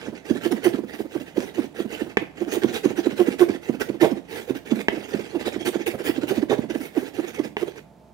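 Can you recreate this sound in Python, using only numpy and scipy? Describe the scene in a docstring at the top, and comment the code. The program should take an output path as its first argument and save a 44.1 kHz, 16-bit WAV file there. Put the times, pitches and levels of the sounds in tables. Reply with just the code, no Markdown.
"""Ginger under a steel blade, small kitchen

Close stereo from a phone, board on the right: a blade pressed with the palm rasps ginger to and fro on wood.
Each stroke, a bite and two more rubs, tears fibres in tiny snaps: they hiss, ring the steel, rumble in the board.
Under pressure the blade sticks and slips in low judders, mostly with a weak rebound; two of the pushes groan.
Three times the blade lands with a knock. The table booms, close walls answer, a fridge drones faintly."""
import sys
import numpy as np
from scipy import signal
from scipy.fft import rfft, irfft
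from scipy.io import wavfile
from scipy.ndimage import map_coordinates

SR = 44100
rng = np.random.default_rng(int(sys.argv[2]) if len(sys.argv) > 2 else 0)


def waveform_to_disk(signal):
    """Save audio, clipped to [-1, 1], as 16-bit WAV at the path in sys.argv[1]."""
    frames = np.transpose(np.atleast_2d(signal))
    scaled = np.clip(frames, -1, 1) * 32767
    samples = np.round(scaled).astype(np.int16)
    wavfile.write(sys.argv[1], SR, samples)


N = 358533

# strokes of the blade, each a bite and two more rubs: (time [s], bite level [dB], nominal bite length [s],
# wait for the second rub [s], further wait for the third [s], level of those two [dB], extra treble [dB])
STROKES = [(0.016, -40.5, 0.09, 0.057, 0.096, -43, 3), (0.29, -38.5, 0.06, 0.075, 0.065, -37.5, 6),
           (0.455, -30.5, 0.033, 0.12, 0.063, -42, -0.5), (0.656, -27.5, 0.032, 0.036, 0.058, -37.5, 1),
           (0.913, -43.5, 0.059, 0.038, 0.054, -40.5, 16), (1.149, -42.5, 0.059, 0.069, 0.062, -43.5, 17.5),
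           (1.417, -38.5, 0.087, 0.067, 0.077, -40.5, 13), (1.597, -40, 0.04, 0.044, 0.13, -41, 13),
           (1.803, -35, 0.033, 0.12, 0.014, -38, 7), (1.968, -39.5, 0.11, 0.05, 0.091, -43.5, 12),
           (2.407, -41, 0.068, 0.091, 0.073, -38, 6), (2.536, -26.5, 0.03, 0.1, 0.059, -35.5, 0),
           (2.756, -27.5, 0.04, 0.094, 0.057, -35, -1.5), (2.985, -33, 0.036, 0.067, 0.063, -37, 3),
           (3.204, -35, 0.056, 0.075, 0.045, -36.5, 8), (3.414, -29, 0.038, 0.1, 0.034, -39, 2.5),
           (3.655, -43, 0.051, 0.032, 0.052, -43.5, 17), (3.816, -25.5, 0.022, 0.05, 0.079, -48, -3),
           (4.036, -24.5, 0.04, 0.067, 0.072, -45, -9.5), (4.362, -36, 0.096, 0.016, 0.12, -38.5, 9),
           (4.481, -64, 0.064, 0.085, 0.11, -40, 13), (4.714, -43, 0.041, 0.055, 0.035, -39, 13),
           (4.975, -41, 0.092, 0.071, 0.058, -39.5, 10.5), (5.168, -38.5, 0.11, 0.094, 0.05, -41, 7),
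           (5.346, -48, 0.05, 0.066, 0.056, -34.5, 2.5), (5.474, -31, 0.027, 0.07, 0.071, -37, 2.5),
           (5.672, -25.5, 0.028, 0.077, 0.064, -36.5, 0), (5.875, -25.5, 0.018, 0.03, 0.1, -35.5, 0.5),
           (6.075, -27.5, 0.046, 0.086, 0.069, -38.5, 0.5), (6.297, -30, 0.034, 0.058, 0.024, -35.5, 2),
           (6.524, -32, 0.041, 0.098, 0.089, -42.5, -16), (6.761, -41.5, 0.053, 0.062, 0.032, -38, 16.5),
           (7.001, -39, 0.087, 0.075, 0.084, -40, 14), (7.225, -40, 0.069, 0.066, 0.066, -39, 12.5),
           (7.395, -45.5, 0.046, 0.06, 0.14, -39, 11), (7.611, -41, 0.024, 0.072, 0.094, -43.5, 16)]
# tough fibres that snag the blade and give way: (time [s], level [dB])
SNAGS = [(0.521, -28), (2.852, -34), (4.809, -30.5), (6.706, -32.5)]
# stick-slip judders: (time [s], relative level [dB], length [s], slip rate [Hz])
JUDDERS = [(0.085, -26, 0.0032, 296), (0.312, -13, 0.0054, 292.7), (0.464, -18.5, 0.0093, 351.6),
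           (0.53, -20.5, 0.02, 290.3), (0.669, -14, 0.016, 350.6), (0.746, -20.5, 0.0091, 310.3),
           (0.792, -21, 0.0037, 325), (1.006, -22.5, 0.0043, 343.7), (1.161, -21.5, 0.0097, 314.7),
           (1.383, -14, 0.0034, 336.7), (1.593, -19, 0.014, 310.3), (1.805, -19, 0.004, 341.3),
           (2.021, -19.5, 0.0042, 327.7), (2.423, -22.5, 0.013, 334.8), (2.647, -11, 0.0038, 335),
           (2.86, -9.5, 0.0033, 341.3), (2.992, -20, 0.014, 344), (3.072, -12.5, 0.0054, 329.3),
           (3.21, -14, 0.02, 351.4), (3.287, -16, 0.0055, 291), (3.423, -11, 0.019, 355),
           (3.5, -15.5, 0.0042, 325.2), (3.698, -16, 0.0039, 302), (3.901, -18, 0.0034, 332.5),
           (4.028, -13.5, 0.013, 334.6), (4.055, -21, 0.024, 379), (4.124, -20, 0.0093, 287),
           (4.508, -16.5, 0.0033, 332.8), (4.724, -14.5, 0.0061, 292.6), (5.148, -16.5, 0.0031, 318),
           (5.361, -24.5, 0.023, 328.8), (5.565, -23, 0.0047, 314.3), (5.686, -23.5, 0.021, 362.5),
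           (5.758, -16.5, 0.0037, 332), (6.1, -18.5, 0.0087, 324.4), (6.185, -19.5, 0.0075, 301),
           (6.24, -21, 0.0094, 315), (6.318, -18.5, 0.015, 376.3), (6.382, -18.5, 0.01, 273.6),
           (6.434, -18.5, 0.0081, 331.6), (6.522, -19.5, 0.025, 383), (6.593, -18, 0.004, 288.3),
           (6.76, -21, 0.0067, 295), (6.979, -17.5, 0.013, 316), (7.195, -22, 0.015, 333.6),
           (7.402, -16.5, 0.0057, 340.8), (7.63, -20, 0.01, 369)]
# weak, ragged catches of the blade between the judders: (time [s], relative level [dB])
CATCHES = [(2.484, -30), (2.539, -34), (2.574, -24), (2.716, -29), (4.8, -33.5), (4.977, -26.5),
           (5.475, -25), (5.885, -25), (5.948, -26.5), (6.009, -29.5), (6.71, -25)]
# pushes in which every second slip is stronger: (time [s], relative level [dB], length [s])
GROANS = [(4.044, -19, 0.02), (6.521, -24, 0.014)]
# rubs in which one mode of the steel squeaks: (time [s], level [dB])
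SQUEAKS = [(2.762, -30), (5.475, -30.5)]
# the blade set down on the board: (time [s], relative level [dB])
KNOCKS = [(2.171, -4), (4.884, -5), (7.568, -14)]
# ringing modes of the hand-damped blade: (frequency [Hz], width [Hz], relative level [dB])
BLADE_MODES = [(865, 110, -2), (1680, 130, 1), (1960, 130, -1), (2220, 150, -1), (2650, 150, 1),
               (3240, 110, -1), (3720, 120, -6), (4700, 300, -10), (6230, 260, -10)]
# modes of the table under the board: (frequency [Hz], width [Hz], relative level [dB])
TABLE_MODES = [(135, 14, -1.5), (206.5, 12.5, 4), (350, 16, -11)]
# colour of the tearing fibres: (frequency [Hz], relative level [dB])
TEARING_COLOUR = [(40, -33.5), (300, 16), (800, -5), (1150, -5.5), (1700, 4), (2800, -0.5), (4500, -10),
                  (7500, -15), (16000, -45.5)]
# colour of the fine, crisp hiss: (frequency [Hz], relative level [dB])
CRISP_COLOUR = [(1500, -20), (4000, -4), (6200, -2), (7800, -4), (9600, -0.5), (11300, -5), (12000, 3),
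                (15500, -2), (17500, -30)]
# colour of the board's rumble: (frequency [Hz], relative level [dB])
BOARD_COLOUR = [(30, -82.5), (100, -4.5), (160, -27.5), (220, -13.5), (330, -7), (460, 4.5), (570, -15.5),
                (850, -10), (1400, -77.5)]
# colour of the knocked wood: (frequency [Hz], relative level [dB])
KNOCK_COLOUR = [(30, -60), (150, -22), (260, -5), (380, 4), (540, -2), (780, 2), (1350, -11), (1800, 2),
                (2900, -5), (4200, -24), (8000, -46)]
# colour of the kitchen's echo: (frequency [Hz], relative level [dB])
ROOM_COLOUR = [(50, -12), (130, 5), (210, 1.5), (350, -7), (700, -1), (1300, -5.5), (16000, 1)]
# colour of the room noise: (frequency [Hz], relative level [dB])
QUIET_COLOUR = [(25, -41), (65, -6.5), (330, -4.5), (700, -5.5), (1500, -22), (15000, -39)]
# colour of the fridge's drone: (frequency [Hz], relative level [dB])
DRONE_COLOUR = [(90, -30), (150, 0), (210, 0), (300, -18), (600, -60)]
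# faint tones of the fridge: (frequency [Hz])
WHINE_HZ = [615, 682, 880]
# shading of the far microphone port against the near one: (frequency [Hz], level [dB])
FAR_SHADING = [(60, -5), (260, -17), (400, -15), (700, -10), (2000, -6), (6500, -7), (9000, 3), (12000, 0)]

# rasping
ATTACK_STEEPNESS = 3.86  # exponent of a rub's rise; 2 is a bell curve
FOLLOW_S, SNAG_S = 0.032, 0.0098  # nominal length of a later rub and of a snag
BRIGHT_DB, BRIGHT_AT_DB, BRIGHT_PER_DB = -9, -26, 1.28  # treble minus mids at this level; harder rubs are brighter
SCRAPE_DB, SCRAPE_EXTRA_S, SCRAPE_LEAD_S = -20, 0.0045, 0.0086  # a judder's rasp: level, added length, head start
AIRBORNE_S = 0.037  # the blade hangs in the air this long before a knock
LIFT_S = 7.82  # the blade leaves the board
# juddering
ROUGH, ROUGH_AT_DB, ROUGH_HALVES_DB = 0.29, -18.5, 9.5  # roughness (0-1) at this level; so many dB more halve it
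BREAKUP_HZ, BREAKUP_WIDTH_HZ = 355, 95  # faster slips lose step with the board and turn rough
EDGE_S, EDGE_DB_PER_DOUBLING = 0.022, 4  # grips longer than this slip more sharply: their overtones gain
CATCH_S, CATCH_HZ = 0.013, 326.6  # length of a catch and its middle slip rate
REBOUND_S, FREE_S = 0.052, 0.09  # the hand springs back and the blade catches, if no blow follows within FREE_S
REBOUND_DB, REBOUND_PER_DB = -26, 0.3  # relative level after a 0 dB blow, and its rise per dB of the blow
GROAN_HZ = 156.6  # half the slip rate
# knocks and phone
BOUNCE_S, BOUNCE_DB = 0.0046, -9  # the far end of the blade lands just after the first
PORT_LAG_S = 0.00021  # later arrival at the far port
TOP_HZ = 15750  # the phone's upper limit


def undb(db):
    """Decibels to gain."""
    return np.exp(np.asarray(db) * np.log(10) / 20)


def unit(x):
    """Scale to rms 1."""
    return x / np.sqrt(np.mean(x ** 2))


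def response(points, size=2048):
    """Causal (minimum-phase) impulse response with the given (frequency [Hz], level [dB]) colour."""
    hz, db = np.transpose(points)
    f = np.maximum(np.fft.rfftfreq(size, 1 / SR), 1)
    log_gain = np.log(undb(np.interp(np.log(f), np.log(hz), db)))
    cepstrum = irfft(log_gain)
    # fold the cepstrum forward in time
    cepstrum[1:size // 2] *= 2
    cepstrum[size // 2 + 1:] = 0
    return irfft(np.exp(rfft(cepstrum)))


def through(x, ir):
    """Pass a sound through an impulse response."""
    return signal.oaconvolve(x, ir)[:len(x)]


def wander(n, rate):
    """Smooth random motion with a spread near 1, through `rate` random points a second."""
    count = n // 50 + 2
    points = rng.standard_normal(count)
    return np.interp(np.arange(n) * rate / SR, np.arange(count), points) * np.sqrt(3 / 2)


def add(track, start_s, x):
    """Mix a sound into a track."""
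    i = int(start_s * SR)
    x = x[max(-i, 0):N - i]
    track[max(i, 0):max(i, 0) + len(x)] += x


def rubs():
    """All rasping: judder scrapes, snags, bites and later rubs as (s, dB, length s, treble minus mids dB)."""
    rows = []
    for s, db, length, _ in JUDDERS:
        rows.append((s - SCRAPE_LEAD_S, db + SCRAPE_DB, length + SCRAPE_EXTRA_S, 0))
    rows += [(s, db, SNAG_S, 0) for s, db in SNAGS]
    for s, bite_db, length, second, third, follow_db, extra_db in STROKES:
        rows.append((s, bite_db, length, extra_db))
        for wait in (second, second + third):
            rows.append((s + wait, follow_db, FOLLOW_S, extra_db))
    return [(s, db, length, BRIGHT_DB + BRIGHT_PER_DB * (db - BRIGHT_AT_DB) + extra_db)
            for s, db, length, extra_db in rows]


def pressure(rise=0.79, fall=0.95, drag_db=-58, drag_treble_db=-22, settle_db=-30, settle_s=0.021):
    """Power of the rasp in the mids and in the treble: each rub bites quickly and eases off."""
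    t = np.arange(N) / SR
    # between rubs the blade drags lightly and unevenly, until it is lifted away
    drag = undb(drag_db + 2 * wander(N, 35)) * np.clip((LIFT_S - t) * 50, 0, 1)
    # the drag is silent in the air before a knock, then the blade skids a little as it settles
    for s, db in KNOCKS:
        touching = (t < s - AIRBORNE_S) | (t > s)
        skid = undb(db + settle_db) * (t > s) * np.exp(-np.abs(t - s) / settle_s)
        drag = drag * touching + skid
    mids = drag ** 2
    treble = (drag * undb(drag_treble_db)) ** 2
    for s, db, length, bright_db in rubs():
        near = slice(max(int((s - 2 * length) * SR), 0), int((s + 3 * length) * SR))
        rising = t[near] < s
        width = length * np.where(rising, rise, fall)
        edge = np.where(rising, ATTACK_STEEPNESS, 2)  # steep rise, bell-shaped fall
        power = undb(db) ** 2 * np.exp(-np.pi * np.abs((t[near] - s) / width) ** edge)
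        treble_share = 1 / (1 + undb(-bright_db) ** 2)
        mids[near] += power * (1 - treble_share)
        treble[near] += power * treble_share
    return mids, treble


def snaps(rate, spread_db):
    """Clicks of very unequal size at random moments, `rate` a second on average."""
    hit = rng.random(N) < rate / SR
    size = undb(spread_db * np.minimum(rng.exponential(size=N), 4))
    return unit(hit * rng.standard_normal(N) * size)


def ring_blade(x, drive_db=4, drift_s=0.001198):
    """The steel rings in damped modes; as the contact travels, each is driven unevenly and all bend in pitch."""
    t = np.arange(SR // 30) / SR
    out = 0
    for hz, width, db in BLADE_MODES:
        drive = undb(db + drive_db * wander(N, 14))
        mode = width * np.exp(-np.pi * width * t) * np.sin(2 * np.pi * hz * t)
        out = out + through(x * drive, mode)
    # a wandering delay bends the pitch
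    delay = drift_s * SR * np.abs(wander(N, 20))
    return np.interp(np.arange(N) - delay, np.arange(N), out)


def rubbing(mids, treble, tear_db=2.5, ring_db=-4, crisp_db=0, board_db=1, catch_db=2.0, catch_rate=300):
    """Fibres snap under the moving blade; the snaps hiss and ring the steel, and the board rumbles."""
    # bundles of fibres catch and let go
    catch = unit(undb(catch_db * wander(N, catch_rate)))
    tears, fine = (snaps(12000, spread_db=1.7) * catch for _ in range(2))
    force = np.sqrt(mids)
    torn = undb(tear_db) * force * unit(through(tears, response(TEARING_COLOUR)))
    steel = undb(ring_db) * np.std(force * tears) * unit(ring_blade(tears * force))
    crisp = undb(crisp_db) * np.sqrt(treble) * unit(through(fine, response(CRISP_COLOUR)))
    rumble = unit(through(rng.standard_normal(N) * catch, response(BOARD_COLOUR)))
    return torn + steel + crisp + undb(board_db) * force * rumble


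def crackling(mids, db=-7, rate=340):
    """Single coarse fibres snap now and then, louder under a harder rub."""
    coarse = unit(through(snaps(rate, spread_db=5.0), response(TEARING_COLOUR)))
    return undb(db) * np.sqrt(mids) * coarse


def travel(x, depth_db=4.5, rate=45, per_octave=7, above_hz=1000):
    """The rasp's colour shifts from fibre to fibre: narrow bands above the board's rumble swell and sink."""
    hz, s, bands = signal.stft(x, SR, nperseg=512)
    octaves = np.log2(np.maximum(hz / above_hz, 1))
    place = np.meshgrid(per_octave * octaves, rate * s, indexing="ij")
    # random gains on a grid of pitch and time, blended in between
    chance = rng.standard_normal([int(p.max()) + 2 for p in place])
    gain = unit(undb(depth_db * map_coordinates(chance, place, order=1)))
    return signal.istft(bands * np.where(hz[:, None] > above_hz, gain, 1), SR)[1][:N]


def judders(scatter_octaves=0.121):
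    """Judders, rebounds and weak catches; a firm grip runs clean: (s, relative dB, length s, Hz, roughness)."""
    blows = sorted((s, db) for s, db, *_ in list(JUDDERS) + list(KNOCKS))
    waits = np.diff([s for s, _ in blows], append=N / SR)
    rebounds = [(s + REBOUND_S, REBOUND_DB + REBOUND_PER_DB * db)
                for (s, db), wait in zip(blows, waits) if wait > FREE_S]
    loose = [(s, db, CATCH_S, CATCH_HZ * 2 ** (scatter_octaves * rng.standard_normal()))
             for s, db in list(CATCHES) + rebounds]
    rows = []
    for s, db, length, hz in list(JUDDERS) + loose:
        slack = min(ROUGH * 2 ** ((ROUGH_AT_DB - db) / ROUGH_HALVES_DB), .5)
        breakup = max(hz - BREAKUP_HZ, 0) / BREAKUP_WIDTH_HZ
        rows.append((s, db, length, hz, min(slack + breakup, 1)))
    return rows


def juddering(level_db=10, skirt_db=-11.5, skirt_s=0.017, jitter=0.2737, loose=0.342,
              second_db=-18, third_db=-27, grit_db=-6, ring_db=-32,
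              board_hz=351, sink=4.501, sink_s=0.01798, sink_octaves=.6, brief_octaves=.5):
    """The blade sticks and slips on the board: a pitched buzz, steadier under a firm push."""
    out, slips = np.zeros(N), np.zeros(N)
    t = np.arange(-SR // 16, SR // 16) / SR
    rattle = response([(40, -25.0), (250, -0.5), (480, 2.5), (850, -15.0), (1250, -19.5), (6000, -42)])
    for s, db, length, hz, rough in judders():
        # the grip swells and lets go; a weaker, less even chatter surrounds it
        grip = np.exp(-np.pi / 2 * (t / length) ** 2)
        skirt = undb(skirt_db) * np.exp(-(t / skirt_s) ** 2)
        uneven = rough + loose * (1 - grip) ** 2
        # slips slower than the board's pitch, of a stroke coming to rest, sink as they go; faster ones climb
        bend = -sink_octaves * np.tanh(sink * np.log2(board_hz / hz)) * np.tanh(t / sink_s)
        # a brief grip is bent downward as well
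        bend -= brief_octaves * np.exp(-2 * length / sink_s) * np.tanh(t / sink_s)
        rate = hz * 2 ** (bend + jitter * uneven * wander(len(t), 312.7))
        phase = 2 * np.pi * (np.cumsum(rate) / SR + rng.random())
        flutter = undb(2 * uneven * wander(len(t), 300))
        swell = undb(db + level_db) * np.maximum(grip, skirt) * flutter
        sharp = undb(EDGE_DB_PER_DOUBLING * np.log2(length / EDGE_S))
        overtones = undb(second_db) * np.sin(2 * phase) + undb(third_db) * np.sin(3 * phase)
        wave = np.sin(phase) + sharp * overtones
        # uneven slips add a coarse rattle
        grit = unit(through(rng.standard_normal(len(t)), rattle))
        steady = np.sqrt(1 - np.minimum(uneven, 1) / 2)
        add(out, s + t[0], swell * (wave * steady + undb(grit_db) * uneven * grit))
        # each slip ticks the steel
        ticks = np.exp(2 * (np.cos(phase) - 1)) * rng.standard_normal(len(t))
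        add(slips, s + t[0], swell * sharp * rough * ticks)
    return out + undb(ring_db) * np.std(out) * unit(ring_blade(slips))


def groaning(waver=0.0247, fall_db=-4.0, level_db=7, deep_db=-13):
    """Alternating strong and weak slips sound a wavering stack on half their rate, over a deep push."""
    t = np.arange(N) / SR
    swell = sum(undb(db + level_db) * np.exp(-np.pi / 2 * ((t - s) / length) ** 4) for s, db, length in GROANS)
    phase = 2 * np.pi * np.cumsum(GROAN_HZ * (1 + waver * wander(N, 150))) / SR
    push = undb(deep_db) * np.sin(phase)
    stack = sum(undb(fall_db * (k - 3)) * np.sin(k * phase + 2 * np.pi * rng.random()) for k in range(3, 8))
    return swell * (push + stack)


def squeaking(hz=3720, waver=0.058, length_s=.022):
    """The edge briefly sings on one wavering mode."""
    t = np.arange(N) / SR
    swell = sum(undb(db) * np.exp(-np.pi / 2 * ((t - s) / length_s) ** 2) for s, db in SQUEAKS)
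    return swell * np.sin(2 * np.pi * np.cumsum(hz * (1 + waver * wander(N, 460))) / SR)


def knocking(level_db=17.5, rattle_db=-6, rattle_s=0.0024, ring_db=-11,
             thump_db=-2, thump_hz=390, thump_s=0.0028):
    """The blade lands on the wood, which thumps for a few cycles; the steel chatters and rings briefly."""
    blows, chatters = np.zeros(N), np.zeros(N)
    t = np.arange(SR // 30) / SR
    for s, db in KNOCKS:
        chatter = rng.standard_normal(len(t)) * t * np.exp(-2 * t / rattle_s)
        add(blows, s, undb([db]))
        add(blows, s + BOUNCE_S, undb([db + BOUNCE_DB]))
        add(chatters, s, undb(db + rattle_db) * chatter / np.linalg.norm(chatter))
    wood = unit(through(blows + chatters, response(KNOCK_COLOUR)))
    thump = unit(through(blows, t * np.exp(-2 * t / thump_s) * np.cos(2 * np.pi * thump_hz * t)))
    # the wood cushions the blow, so mostly the lower modes of the steel answer
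    steel = unit(ring_blade(wood))
    return undb(level_db) * np.std(blows) * (wood + undb(thump_db) * thump + undb(ring_db) * steel)


def table_top(x, db=-20):
    """The table under the board booms briefly after each push, in a few damped low modes."""
    t = np.arange(SR // 4) / SR
    ring = sum(undb(gain_db) * width * np.exp(-np.pi * width * t) * np.cos(2 * np.pi * hz * t)
               for hz, width, gain_db in TABLE_MODES)
    return undb(db) * np.std(x) * unit(through(x, ring))


def kitchen(x, wet_db=-7.0, t60_low_s=0.34, t60_high_s=0.3, gap_s=0.0037):
    """Diffuse echo of close hard walls, as decaying noise; the treble dies sooner."""
    t = np.arange(SR // 2) / SR
    noise = rng.standard_normal(len(t))
    low = signal.sosfilt(signal.butter(2, 3500, fs=SR, output="sos"), noise)
    tail = low * undb(-60 * t / t60_low_s) + (noise - low) * undb(-60 * t / t60_high_s)
    tail *= np.clip(t / gap_s - 1, 0, 1)  # nothing returns before the gap
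    echo = through(tail / np.linalg.norm(tail), response(ROOM_COLOUR))
    return undb(wet_db) * through(x, echo)


def background(noise_db=-55, hum_hz=65, hum_db=-64, drone_db=-54, whine_db=-66):
    """Faint room noise, partly shared by the ports, and the fridge's low drone, wavering hum and thin whine."""
    def tone(hz):
        """A sine whose phase wavers slowly."""
        return unit(np.sin(2 * np.pi * hz * np.arange(N) / SR + wander(N, 2.9) / 2))

    shared = rng.standard_normal(N)
    air = np.array([unit(through(shared + 0.87 * rng.standard_normal(N), response(QUIET_COLOUR)))
                    for _ in range(2)])
    drone = unit(through(rng.standard_normal(N), response(DRONE_COLOUR)))
    hum = undb(hum_db) * tone(hum_hz)
    whine = undb(whine_db) * sum(tone(hz) for hz in WHINE_HZ)
    balance = undb([[-2], [2]])  # left below, right above the levels set here
    return (undb(noise_db) * air + hum + whine + undb(drone_db) * drone) * balance


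def scene(apart=.6):
    """The right port hears the board directly, the left later and shaded; both hear table and surroundings."""
    mids, treble = pressure()
    knocks = knocking()
    body = juddering() + groaning() + knocks + squeaking()
    table = table_top(body)
    # fibres tear all along the blade, so each port faces partly different ones
    near, far = (travel(rubbing(mids, treble) + crackling(mids)) for _ in range(2))
    # the knocks reach the left port less shaded
    aside = body + knocks / 2 + np.sqrt(1 - apart) * near + np.sqrt(apart) * far
    left = np.roll(through(aside, response(FAR_SHADING)), round(PORT_LAG_S * SR))
    right = body + near
    return np.array([x + table + kitchen(x) for x in (left, right)]) + background()


def record(dry, ceiling=0.9, low_cut_hz=52):
    """The phone thins the deepest bass, rounds the highest peaks and cuts the top."""
    thin = signal.sosfilt(signal.butter(3, low_cut_hz, "high", fs=SR, output="sos"), dry)
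    rounded = thin / (1 + (thin / ceiling) ** 4) ** (1 / 4)
    return signal.sosfilt(signal.ellip(10, .2, 80, TOP_HZ, fs=SR, output="sos"), rounded)


dry = scene()
out = record(dry)
waveform_to_disk(out)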